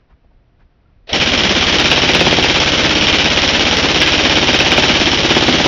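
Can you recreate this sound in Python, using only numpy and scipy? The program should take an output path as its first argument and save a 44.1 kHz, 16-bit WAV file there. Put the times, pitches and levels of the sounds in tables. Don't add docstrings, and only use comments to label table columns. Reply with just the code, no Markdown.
import sys
import numpy as np
from scipy import signal
from scipy.fft import rfft, irfft, next_fast_len
from scipy.io import wavfile

SR = 44100
rng = np.random.default_rng(int(sys.argv[2]) if len(sys.argv) > 2 else 0)


def persist_wave(psi):
    counts = np.round(np.clip(psi, -1, 1) * 32767).astype(np.int16)
    wavfile.write(sys.argv[1], SR, np.atleast_2d(counts).T)


N = 250047
TIME = np.arange(N) / SR

# t/s, shots fired so far
GEAR_TURNS = [(1.1305, 0), (1.2, 1), (1.2601, 2), (1.3188, 3), (1.7259, 10), (1.9602, 14), (2.426, 22),
              (2.7772, 28), (3.7689, 45), (4.5308, 58), (5.6421, 77)]
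# f/Hz, level/dB, attack/ms, t60/ms
GUN_MODES = [(169, -9.5, 2.4, 97), (308, -4.5, 1.5, 55), (586, -3, 1.1, 21.4), (841, -1, 2.2, 29),
             (1480, -2.5, 0.5, 5.5), (2260, 7.5, 0.46, 5.2), (2999, 9, 0.52, 11.2), (3247, 6, 1.24, 16),
             (3654, 6.5, 0.89, 8.4), (5484, 8, 0.66, 6.1)]
# delay/ms, level/dB
PISTON_BLOWS = [(-1, -7.5), (0.53, -0.5), (7, -5), (29, -5), (32, -19), (39.5, -10)]
# t/s, pellet lag/ms, slap/dB, thud/dB, boom/dB, knock/dB
AIM_DRIFT = [(1.13, -0.39, -16.5, -17.5, -33, -23), (1.44, -0.95, -13.5, -12, -22.5, -26.5),
             (1.67, -0.99, -18, -17, -25.5, -25), (1.84, 1, -9.5, -21, -15.5, -16),
             (2.02, 0.54, -10.5, -31, -17, -12), (2.25, 0.52, -10, -21, -13.5, -10.5),
             (2.43, 0.68, -12, -25, -17.5, -15), (2.6, 0.91, -14.5, -29.5, -23.5, -18.5),
             (2.84, -0.52, -16, -17, -21.5, -19), (3.07, .1, -12.5, -13.5, -25, -22),
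             (3.59, -0.36, -13.5, -33, -30, -19), (3.83, 0.55, -18, -22.5, -20, -23.5),
             (4.0, -.1, -6.5, -31.5, -25, -25.5), (4.3, -0.094, -14.5, -20.5, -18, -15),
             (4.76, -0.19, -9, -27.5, -13, -11), (5.0, -0.21, -14, -25, -19, -20),
             (5.35, -0.18, -16.5, -19.5, -13, -14), (5.64, 0.11, -22.5, -17, -11.5, -11.5)]
# delay/ms, level/dB
PELLET_BLOWS = [(12.6, 0), (17, -4.5), (23.3, -8.5)]
# f/Hz, level/dB, attack/ms, t60/ms
SLAP_MODES = [(1616, 2, 0.67, 13.3), (2434, 9.5, 0.29, 8.8), (3023, -1, 0.71, 29), (3664, 4, 0.47, 9.6),
              (4980, -2, 0.39, 10.7)]
# f/Hz, level/dB, attack/ms, t60/ms
BOOM_MODES = [(151, -4.5, 2.7, 52), (175, -10, 1.4, 190), (253.3, 3.5, 2.9, 80), (318.3, 12, 2.17, 32),
              (361.7, -6, 3.3, 210)]
THUD_MODES = [(208, 4, 4.4, 69)]
KNOCK_MODES = [(580, 4, 2, 38), (745, 11, 1.46, 17.3), (881, -3.5, 0.73, 58), (1240, -2, 0.38, 15)]
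# f/Hz, level/dB, attack/ms, t60/ms
PUSH_MODES = [(68.3, -25, 4.4, 220), (84.6, -21, 2.3, 163), (134.95, -24.5, 4.7, 308),
              (235.7, -23.5, 0.5, 120)]
# f/Hz, relative level/dB
RATTLE_SPECTRUM = [(59, -35.5), (100, -39.5), (200, -5.5), (320, -4), (500, -5.5), (860, -11), (1110, -9.5),
                   (3060, -5.5), (4450, -11.5), (5710, -14), (7300, -10), (15600, -120)]
# f/Hz, relative level/dB
WHIRR_SPECTRUM = [(8, -39.5), (28, -3.5), (59, -22.5), (100, -25.5), (276, -10), (543, -0.5), (879, -9.5),
                  (1130, -14), (3120, -6.5), (3790, -7), (5920, -22), (7070, -30), (9190, -71.5),
                  (15600, -120)]
# t/s, level/dB
MOTOR_LEVEL = [(1.066, -72.5), (1.073, -43), (1.088, -41.5), (1.094, -26), (1.12, -28.5), (1.2, -24),
               (5.67, -23.5)]
# f/Hz, t60/s
ROOM_DECAY = [(100, 0.21), (1000, 0.23), (6000, 0.32)]
# f/Hz, relative level/dB
HUSH_SPECTRUM = [(12, -32.5), (20, 7), (139, -6), (195, -11.5), (232, -11), (534, -17), (682, -21.5),
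                 (2010, -26.5), (2440, -28), (5750, -40.5), (7000, -56.5), (9100, -98), (15400, -120)]
# t/s, level/dB
RUMBLE_LEVEL = [(0.0, -52.5), (0.062, -62), (0.138, -45.5), (0.194, -63), (0.218, -55.5), (0.33, -50.5),
                (0.528, -56), (0.666, -51.5), (0.696, -58.5), (0.778, -55.5), (0.938, -51.5), (1.06, -53.5)]
# t/s, level/dB, length/ms, centre f/Hz, width/Hz
SMALL_SOUNDS = [(.005, -63, 30, 1000, 2500), (.115, -57, 43, 800, 2000), (.248, -57, 12, 546, 400),
                (.316, -60, 12, 750, 700), (.612, -59, 46, 900, 2400), (.87, -67, 70, 1370, 40),
                (.5, -74, 1700, 697, 90.6), (1.047, -60, 6, 200, 201)]


def piston_slam():
    first_shot = shot_times() == GEAR_TURNS[0][0]
    level_db = -12.5 + chance_db(1.2) + 2.5 * first_shot
    return rings(GUN_MODES, PISTON_BLOWS, level_db, scatter_db=2.0, jitter_ms=0.034, detune=0.012)


def cardboard_box():
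    times, *columns = np.transpose(AIM_DRIFT)
    lag, slap_db, thud_db, boom_db, knock_db = [np.interp(shot_times(), times, c) for c in columns]
    back_wall = [(16.8, 0.0046)]  # delay/ms, level/dB
    hollow_db = chance_db(1.8)
    slap = rings(SLAP_MODES, PELLET_BLOWS, slap_db + chance_db(2.2),
                 scatter_db=0.5, jitter_ms=0.2827, detune=0.049, lag_ms=lag)
    thud = rings(THUD_MODES, back_wall, thud_db + chance_db(1.8),
                 scatter_db=1.0, jitter_ms=0.42, detune=0.13, lag_ms=lag)
    boom = rings(BOOM_MODES, back_wall, boom_db + hollow_db,
                 scatter_db=1.2, jitter_ms=0.08, detune=0.01, lag_ms=lag, seconds=0.2)
    knock = rings(KNOCK_MODES, back_wall, knock_db + hollow_db,
                  scatter_db=0.5, jitter_ms=0.048, detune=0.043, lag_ms=lag)
    return slap, thud + boom + knock


def air_push():
    blows = [(-6.49, -0.4)]  # delay/ms, level/dB
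    return rings(PUSH_MODES, blows, level_db=0, scatter_db=1.5, jitter_ms=0.06, detune=0.004,
                 seconds=0.25)


def rattle():
    level = amp(-14 + chance_db(0.6))

    def shake(ms):
        slam = amp(-4) * swell(ms + 1.2, attack_ms=3.0, t60_ms=159)
        landing = amp(-0.5) * swell(ms - 12.5, attack_ms=3.9, t60_ms=136.6)
        wall = amp(-9) * swell(ms - 28, attack_ms=1.2, t60_ms=277)
        return level * (slam + landing + wall)
    return per_shot(shake, seconds=0.25) * noise(RATTLE_SPECTRUM)


def motor():
    running = TIME > MOTOR_LEVEL[0][0]
    return fader(MOTOR_LEVEL) * noise(WHIRR_SPECTRUM) * running


def store_room(x):
    total = np.zeros(N + SR)
    step, predelay = SR // 8, 200
    for start in range(SR, N, step):
        hz, t, spectra = signal.stft(rng.standard_normal(SR // 3), SR, nperseg=256)
        decay = amp(-60 * t / along(ROOM_DECAY, hz)[:, None])
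        tail = signal.istft(spectra * decay, SR, nperseg=256)[1]
        reverb = signal.fftconvolve(x[start:start + step], tail / np.linalg.norm(tail))
        total[start + predelay:][:len(reverb)] += reverb
    return total[:N]


def room_tone():
    air = noise(HUSH_SPECTRUM)
    rumble = filtered(air, lambda hz: 1 / (1 + (hz / 150) ** 4))
    total = fader(RUMBLE_LEVEL) * unit(rumble) + amp(-56.5) * (air - rumble)
    for at, db, length_ms, centre_hz, width_hz in SMALL_SOUNDS:
        white = rng.standard_normal(N)
        band = filtered(white, lambda hz: 1 / (1 + ((hz - centre_hz) / width_hz * 2) ** 2))
        envelope = np.exp(-((TIME - at) * 2000 / length_ms) ** 2)
        total += amp(db) * unit(band) * envelope
    return total


def shot_times():
    times, count = np.transpose(GEAR_TURNS)
    return np.interp(np.arange(count[-1] + 1), count, times)[:, None]


def chance_db(spread_db):
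    return spread_db * rng.standard_normal(shot_times().shape)


def rings(modes, blows, level_db, scatter_db, jitter_ms, detune, lag_ms=0, seconds=0.1):
    def shape(ms):
        total = 0
        for delay_ms, blow_db in blows:
            for hz, db, attack_ms, t60_ms in modes:
                timing, tuning, strength = np.hsplit(rng.standard_normal((len(ms), 3)), 3)
                since_ms = ms - delay_ms - lag_ms - jitter_ms * timing
                tone = np.sin(2 * np.pi * hz * (1 + detune * tuning) * since_ms / 1000)
                gain = amp(db + blow_db + level_db + scatter_db * strength)
                total = total + gain * swell(since_ms, attack_ms, t60_ms) * tone
        return total
    return per_shot(shape, seconds)


def per_shot(shape, seconds):
    at = shot_times() * SR
    index = at.astype(int) + np.arange(-SR // 80, int(seconds * SR))
    since_ms = (index - at) * 1000 / SR
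    return np.bincount(index.ravel(), shape(since_ms).ravel())[:N]


def swell(ms, attack_ms, t60_ms):
    ms = np.maximum(ms, 0)
    return (1 - np.exp(-ms / attack_ms)) * amp(-60 * ms / t60_ms)


def noise(spectrum):
    return unit(filtered(rng.standard_normal(N), lambda hz: amp(along(spectrum, hz))))


def filtered(x, response):
    size = next_fast_len(N + 8192)
    return irfft(rfft(x, size) * response(np.fft.rfftfreq(size, 1 / SR)), size)[..., :N]


def along(points, hz):
    freqs, values = np.transpose(points)
    return np.interp(np.log(hz + 1), np.log(freqs + 1), values)


def fader(points):
    return amp(np.interp(TIME, *np.transpose(points)))


def amp(db):
    return 10 ** (np.asarray(db) / 20)


def unit(x):
    return x / np.sqrt(np.mean(x ** 2) + 1e-20)


def scene():
    slap, hollow = cardboard_box()
    bright = piston_slam() + slap
    direct = air_push() + bright + hollow + rattle()
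    reverb = store_room(amp(-3.5) * bright + amp(-9) * hollow)
    return (direct + reverb + motor() + room_tone())[None]


def record(dry):
    ceiling, shelf_hz, top_hz = 0.92, 6150, 7224
    squeezed = dry / (1 + np.abs(dry / ceiling) ** 6) ** (1 / 6)
    shelf = lambda hz: 1 / (1 + (hz / shelf_hz) ** 40) + amp(-14)
    band_limit = lambda hz: np.clip((top_hz - hz) / 150 + 0.5, 0, 1) ** 2 * (hz > 4)
    return filtered(squeezed, lambda hz: shelf(hz) * band_limit(hz))


dry = scene()
out = record(dry)
persist_wave(out)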